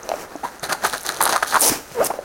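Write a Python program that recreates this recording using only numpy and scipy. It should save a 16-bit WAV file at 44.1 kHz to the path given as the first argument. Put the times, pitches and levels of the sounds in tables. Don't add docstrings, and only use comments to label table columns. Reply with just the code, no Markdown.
import sys
import numpy as np
from scipy import signal
from scipy.fft import rfft, irfft, next_fast_len
from scipy.io import wavfile
from scipy.ndimage import uniform_filter1d, map_coordinates

SR = 44100
rng = np.random.default_rng(int(sys.argv[2]) if len(sys.argv) > 2 else 0)


def linear_from_db(decibels):
    return 10 ** (np.asarray(decibels, float) / 20)


def pcm_store(signal):
    levels = np.round(np.clip(np.atleast_2d(signal), -1, 1) * 32767)
    wavfile.write(sys.argv[1], SR, levels.astype(np.int16).T)


N = 98960
T = np.arange(N) / SR

# (frequency [Hz], width [Hz], level [dB])
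HOOKS = [(4120, 1960, 1), (6205, 1400, 0.5), (9480, 3400, -2.5), (13500, 2600, -9.5)]
# (frequency [Hz], width [Hz], level [dB])
PADDING = [(149, 100, -11.5), (396, 390, -3.5), (750, 474, 2), (1250, 330, -1), (1530, 690, 0),
           (2600, 2140, -19.5)]
# (time [s], rustle level [dB], padding rumble level [dB])
HANDLING = [(0, -52.5, -41.5), (.17, -39.5, -32.5), (.23, -39.5, -36.5), (.27, -50.5, -39),
            (.525, -51.5, -49), (.61, -61, -47), (.8, -47, -42.5), (.88, -36, -37), (1.0, -41.5, -53),
            (1.07, -41.5, -40.5), (1.18, -42, -37.5), (1.3, -43, -27), (1.4, -46, -49), (1.49, -42, -45),
            (1.72, -29, -32.5), (1.88, -46, -49.5), (2.03, -34.5, -34.5), (2.24, -56, -42)]
# (frequency [Hz], level per Hz [dB])
RUB = [(100, -17.5), (380, -0.5), (750, -4), (1400, -6.5), (2100, -16), (4500, -34)]


def unit(x):
    return x / np.sqrt(np.mean(x ** 2) + 1e-20)


def curve(rows, col):
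    rows = np.array(rows)
    return np.interp(T, rows[:, 0], rows[:, col])


def wobble(count):
    return map_coordinates(rng.standard_normal(count * N // SR + 4), [T * count])


def filtered(x, response):
    m = next_fast_len(N + 8192)
    return irfft(rfft(x, m) * response(np.fft.rfftfreq(m, 1 / SR)), m)[:N]


def coloured(x, points):
    f, level = np.transpose(points)
    return unit(filtered(x, lambda hz: linear_from_db(np.interp(np.log(hz + 1), np.log(f), level))))


def grains(rate, spread_db):
    on = rng.random(N) < rate / SR
    size = linear_from_db(spread_db * np.minimum(rng.exponential(size=N), 3))
    return on * size * rng.standard_normal(N)


def ringing(clicks, body, scatter_db, burst_s):
    m = next_fast_len(N + 4096)
    f = np.fft.rfftfreq(m, 1 / SR)
    at = np.flatnonzero(clicks > 1e-6)
    luck, noise = rng.standard_normal((2, N + len(body)))
    total = 0
    for k, (centre, width, db) in enumerate(body):
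        hit = np.zeros(N)
        hit[at] = clicks[at] * linear_from_db(scatter_db * luck[at + k])
        decay = signal.lfilter([1], [1, -np.exp(-1 / (burst_s * SR))], hit)
        burst = decay * np.roll(noise, 999 * k)[:N]
        damping = 1j * f * width
        mode = damping / (centre * centre - f * f + damping)
        total = total + rfft(burst, m) * linear_from_db(db) * mode ** 2
    return irfft(total, m)[:N]


def swell(start, rise, hold, fall):
    times = [0, rise / 2, rise, rise + hold,
             rise + hold + fall / 2, rise + hold + fall, rise + hold + 2 * fall]
    return np.interp(T - start, times, [0.0032, 0.19, 0.85, 1.0, 0.0, 0.043, 0.0029])


def evened(x):
    span_s = 0.0126
    power = np.abs(uniform_filter1d(x ** 2, size=round(span_s * SR)))
    return unit(x / (power + 0.07) ** 0.52)


def air():
    # (frequency [Hz], level per Hz [dB])
    hum = [(20, -8), (50, 5), (110, -7), (250, -1.5), (500, -40)]
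    return linear_from_db(-53.5) * coloured(rng.standard_normal(N), hum)


def handling():
    # (frequency [Hz], level per Hz [dB])
    rustle = [(1500, -5), (2500, -2.5), (3500, -10), (5700, -2), (9500, -9), (16000, -10)]
    scratch = coloured(rng.standard_normal(N) + 1.1 * grains(1500, spread_db=4.5), rustle)
    rub = coloured(rng.standard_normal(N) + 3 * grains(240, spread_db=2.5), RUB)
    stir_db = 2.42 * wobble(count=35)
    scratch_db = curve(HANDLING, 1) + stir_db
    rub_db = curve(HANDLING, 2) + stir_db + 0.31 * wobble(count=60)
    return linear_from_db(scratch_db) * scratch + linear_from_db(rub_db) * rub


def snaps():
    # (time [s], peak level [dB])
    stray = [
        (0.032, -23),
        (0.157, -16.5),
        (0.3614, -23),
        (0.5953, -20),
        (1.925, -25),
    ]
    # (time [s], peak level [dB])
    broad = [(0.0904, -16), (0.6402, -15), (0.6496, -24), (0.6995, -30), (0.7196, -27), (0.7227, -26),
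             (0.7268, -16), (0.7311, -18), (0.8471, -9.5), (0.851, -13), (0.8559, -32), (0.9273, -19),
             (0.9339, -12.5), (0.9393, -21), (0.9796, -16.5), (1.0639, -10.5), (1.0708, -16), (1.0813, -21),
             (1.0901, -7), (1.1208, -19), (1.1705, -18.5), (1.2048, -18), (1.2127, -9.5), (1.2537, -6),
             (1.2612, -16.5), (1.2692, -17), (1.2756, -8), (1.2924, -8.5), (1.297, -18), (1.308, -31),
             (1.3156, -21), (1.3242, -8), (1.3303, -14), (1.3393, -18), (1.3468, -29), (1.3535, -16),
             (1.3612, -10), (1.366, -10), (1.3782, -16.5), (1.4274, -18), (1.4322, -20), (1.4468, -22),
             (1.4779, -18), (1.4939, -27), (1.5078, -18), (1.5111, -16), (1.5307, -21), (1.5429, -10),
             (1.5554, -19), (1.5614, -10.5), (1.5673, -22), (1.5708, -24)]
    # (time [s], peak level [dB])
    edge = [(.8639, -10), (.8699, -9), (.9723, -13.5), (1.0121, -16), (1.0327, -16), (1.2144, -1.5),
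            (1.2248, 4), (1.2354, 0.5), (1.2392, 0), (1.2536, -3.5), (1.2586, -8), (1.5946, -13),
            (1.5976, -7), (1.6054, 0), (1.6089, 6), (1.6164, 5), (2.0414, -10.5), (2.0467, -4.5),
            (2.0542, -22), (2.0645, -8.5), (2.0703, -14)]
    delay_s, snap_db = 0.00055, 6
    taut_from_s, taut_to_s, crackle_db, crackle_rate = 0.85, 1.7, 1, 450

    clear = np.zeros(N)
    for rows, modes in ((broad, HOOKS), (edge, HOOKS[2:]), (stray, HOOKS[1:2])):
        train = np.zeros(N)
        for s, db in rows:
            train[round((s + delay_s) * SR)] = linear_from_db(db + snap_db)
        clear = clear + ringing(train, modes, scatter_db=0.0, burst_s=0.00062)
    taut = (T > taut_from_s) & (T < taut_to_s)
    clicks = np.abs(grains(crackle_rate, spread_db=2.5))
    loose = unit(ringing(clicks, HOOKS, scatter_db=3.5, burst_s=0.00029))
    return clear + taut * linear_from_db(curve(HANDLING, 1) + crackle_db) * loose


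def taps():
    # (time [s], peak level [dB], pitch [Hz])
    touches = [(0.0903, -14, 610), (0.1, -13.5, 674), (.1165, -7.5, 707), (0.1386, -12, 623),
               (.354, -22.5, 312), (0.355, -19.5, 690), (0.626, -28, 146), (1.914, -32.5, 140),
               (.749, -16, 825), (1.699, -20, 130), (1.717, -13.5, 289), (2.138, -16.5, 546),
               (2.156, -26.5, 750), (2.189, -13, 567)]
    # (frequency [Hz], width [Hz], level [dB])
    nail = [(2450, 810, 1)]
    ring_cycles, longest_s = 11.7, 0.044
    sag, slap_db = 0.24, 5

    out, slap = np.zeros(N), np.zeros(N)
    for s, db, hz in touches:
        cycles = hz * np.arange(SR // 10) / SR
        decay = linear_from_db(db + 5 - 60 * cycles / min(ring_cycles, longest_s * hz))
        onset = 1 - np.exp(-1.5 * cycles)
        knock = decay * onset * np.sin(2 * np.pi * cycles * (1 + sag * np.exp(-cycles)))
        part = out[round(s * SR):][:len(knock)]
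        part += knock[:len(part)]
        slap[round(s * SR)] = linear_from_db(db + slap_db - 10 * (s > 0.2))
    return out + ringing(slap, PADDING + nail, scatter_db=1.0, burst_s=0.00046)


def tugs():
    # (start [s], rise [s], fall [s]: silent halfway, rebound at its end, hooks level [dB], padding level [dB])
    pulls = [(.43, 0.011, 0.13, -41, -28.5), (0.624, 0.0066, 0.11, -30.5, -21.5),
             (0.684, 0.01, 0.13, -32, -18.5), (0.712, 0.017, .02, -22.5, -15),
             (0.812, 0.037, 0.07, -26, -13.5), (0.922, .012, 0.1, -37, -19),
             (1.036, 0.019, 0.16, -32.5, -26), (1.089, 0.0067, 0.34, -45, -30),
             (1.202, 0.0094, 0.17, -29, -19), (1.256, 0.0084, -0.03, -23, -10),
             (1.288, 0.006, 0.09, -24, -18), (1.323, 0.0033, 0.07, -28, -13.5),
             (1.344, 0.021, -0.03, -23, -16), (1.423, 0.0031, 0.04, -30, -16),
             (1.5, 0.037, 0.01, -45, -17.5), (1.543, 0.0053, 0.05, -33, -18.5),
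             (1.554, .018, 0.0041, -37, -9.5), (1.453, 0.02, 0.53, -31.5, -34),
             (1.914, 0.0028, 0, -46.5, -24), (2.1, 0.011, -0.1, -30.5, -25.5),
             (2.186, 0.004, -0.4, -36, -24.5)]
    bed_db = -5
    clicks = np.abs(grains(1600, spread_db=1.5))
    hooks = evened(unit(ringing(clicks + 0.057, HOOKS, scatter_db=-4.0, burst_s=0.00032)))
    pad = evened(unit(ringing(clicks ** 0.97 + 0.065, PADDING, scatter_db=-1, burst_s=0.0001)))
    shapes = np.array([swell(s, rise, 0, fall) for s, rise, fall, _, _ in pulls])
    hook_db, pad_db = np.transpose(pulls)[-2:]
    return hooks * (linear_from_db(hook_db) @ shapes) + pad * (linear_from_db(pad_db + bed_db) @ shapes)


def zips():
    # (time [s], rib rate [Hz], level [dB])
    quick = [
        (0.432, 680, -37),
        (.435, 772, -24.5),
        (0.443, 888, -25.5),
        (0.446, 920, -31.5),
        (0.452, 976, -23),
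        (0.467, 1130, -42),
    ]
    slow = [
        (1.95, 514, -36),
        (1.98, 483, -26),
        (1.998, 450.3, -20.5),
        (2.013, 560, -17),
        (2.03, 757, -21),
        (2.042, 724, -28),
    ]
    last = [
        (2.098, 604.6, -40.5),
        (2.105, 710, -19),
        (2.113, 985, -23),
        (2.121, 1210, -31),
    ]
    jitter, rough_db = 0.045, 2
    second_db, scrape_db, top_hz = -6.5, -5, 1350

    out = np.zeros(N)
    scrape = coloured(rng.standard_normal(N), RUB)
    for rows in (slow, quick, last):
        rib_hz = curve(rows, 1)
        phase = 2 * np.pi * np.cumsum(rib_hz * (1 + jitter * wobble(count=250))) / SR
        on = (T > rows[0][0]) & (T < rows[-1][0])
        second = linear_from_db(second_db + 3 * wobble(count=90)) * np.sin(2 * phase)
        second = second / (1 + (2 * rib_hz / top_hz) ** 10)
        tone = linear_from_db(5.0 + rough_db * wobble(count=200)) * np.sin(phase) + second
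        out += on * linear_from_db(curve(rows, 2)) * (tone + linear_from_db(scrape_db) * scrape)
    return out


def jolts():
    # (time of peak [s], peak level [dB], pitch [Hz])
    blows = [(0.7106, -15, 1120), (0.7132, -15, 1250), (0.7212, -19, 1060), (0.7259, -9, 1600),
             (0.7288, -26, 1030), (0.8412, -12.5, 780), (0.8482, -11, 1000), (0.8515, -5, 1290),
             (0.8547, -7, 1270), (0.8589, -20, 1230), (0.9348, -14, 1350), (0.9384, -20, 1010),
             (0.9411, -13, 1340), (1.0913, -11, 1680), (1.0938, -13.5, 1304), (1.1006, -11.5, 1380),
             (1.2063, -9.5, 990), (1.2087, -1.5, 990), (1.2117, -13.5, 1050), (1.2153, -6.5, 1070),
             (1.2277, -12, 1440), (1.2424, -17, 1260), (1.2476, -17, 1160), (1.2549, -9.5, 1100),
             (1.262, -12, 990), (1.2654, -7.5, 1260), (1.2706, -9, 894), (1.2766, -14, 1270),
             (1.279, -11, 1490), (1.2879, -13, 920), (1.2944, -9, 1180), (1.3181, -15, 1210),
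             (1.3268, -7.5, 980), (1.3324, -16, 1150), (1.3363, -21, 1110), (1.3409, -12, 850),
             (1.344, -18, 1040), (1.3474, -10.5, 826), (1.3544, -12, 1320), (1.3573, -12, 1140),
             (1.36, -11, 770), (1.363, -4.5, 1200), (1.367, -5.5, 1190), (1.3718, -15, 1250),
             (1.3792, -16, 1180), (1.4258, -9, 1250), (1.4298, -1, 1370), (1.4354, -13.5, 1360),
             (1.4477, -13, 1280), (1.5256, -11, 1247), (1.5343, -15, 1210), (1.5437, -5.5, 1280),
             (1.5484, -7, 1090), (1.5564, 0, 1240), (1.5592, -7, 1170), (1.5638, -8, 960),
             (1.5667, -6, 1080), (1.5694, -5, 955), (1.5737, -5, 970), (1.5775, -15, 1130)]
    rise_cycles, jolt_db, rattle_db = 0.8, -0.5, 5
    low_cut_hz = 354

    out, kick = np.zeros((2, N))
    for s, db, hz in blows:
        cycles = hz * np.arange(SR // 100) / SR
        u = cycles / rise_cycles
        at = round((s - rise_cycles / hz) * SR)
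        out[at:at + len(u)] += linear_from_db(db + jolt_db) * u * np.exp(1 - u) * np.sin(2 * np.pi * cycles)
        kick[at] = linear_from_db(db + rattle_db)
    wall = filtered(out, lambda f: (f / (f - 1j * low_cut_hz)) ** 2)
    return wall + ringing(kick, PADDING[2:], scatter_db=4.5, burst_s=0.00034)


def rips():
    # (start [s], attack [s], hold [s], hooks level [dB], padding level [dB])
    pulls = [
        (1.607, 0.011, 0.081, -14.5, -21),
        (2.038, 0.021, 0.013, -21, -27.5),
    ]
    # (frequency [Hz], level per Hz [dB])
    tear_colour = [(1180, -26), (2000, -15), (4240, -13), (5770, -1.5), (7450, -7.5), (9980, -1),
                   (15100, -13), (16100, -8.5), (16500, -57)]
    pad_colour = [(100, -49), (280, -6.5), (800, -0.5), (1200, -12.5), (4000, -24)]
    release_s = 0.007

    grit = linear_from_db(2.2 * wobble(count=400))
    tear = unit(grit * coloured(grains(7000, spread_db=2.5), tear_colour))
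    pad = coloured(rng.standard_normal(N), pad_colour)
    out = np.zeros(N)
    for s, rise, hold, db, pad_db in pulls:
        out += swell(s, rise, hold, release_s) * (linear_from_db(db) * tear + linear_from_db(pad_db) * pad)
    return out


def room(x):
    # (frequency [Hz], 60 dB decay time [s])
    decay = [(200, 0.4), (2000, 0.35), (12000, 0.26)]
    hz, t, z = signal.stft(rng.standard_normal(SR // 2), SR, nperseg=256)
    f, t60 = np.transpose(decay)
    t60 = np.interp(np.log(hz + 1), np.log(f), t60)[:, None]
    tail = signal.istft(z * linear_from_db(-60 * t / t60), SR, nperseg=256)[1]
    delayed = np.pad(x, (200, 0))
    return signal.fftconvolve(delayed, tail / np.linalg.norm(tail))[:N]


def scene():
    near = tugs() + rips() + snaps() + jolts() + taps() + zips()
    return (near + linear_from_db(-13.5) * room(near) + handling() + air())[None]


def top_cut(x):
    return signal.sosfilt(signal.butter(12, 17000, fs=SR, output="sos"), x)


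def record(dry):
    x = dry / (1 + np.abs(dry / 0.74) ** 4) ** (1 / 4)
    x = filtered(x[0], lambda hz: hz < 16000)[None]
    return top_cut(x)


dry = scene()
out = record(dry)
pcm_store(out)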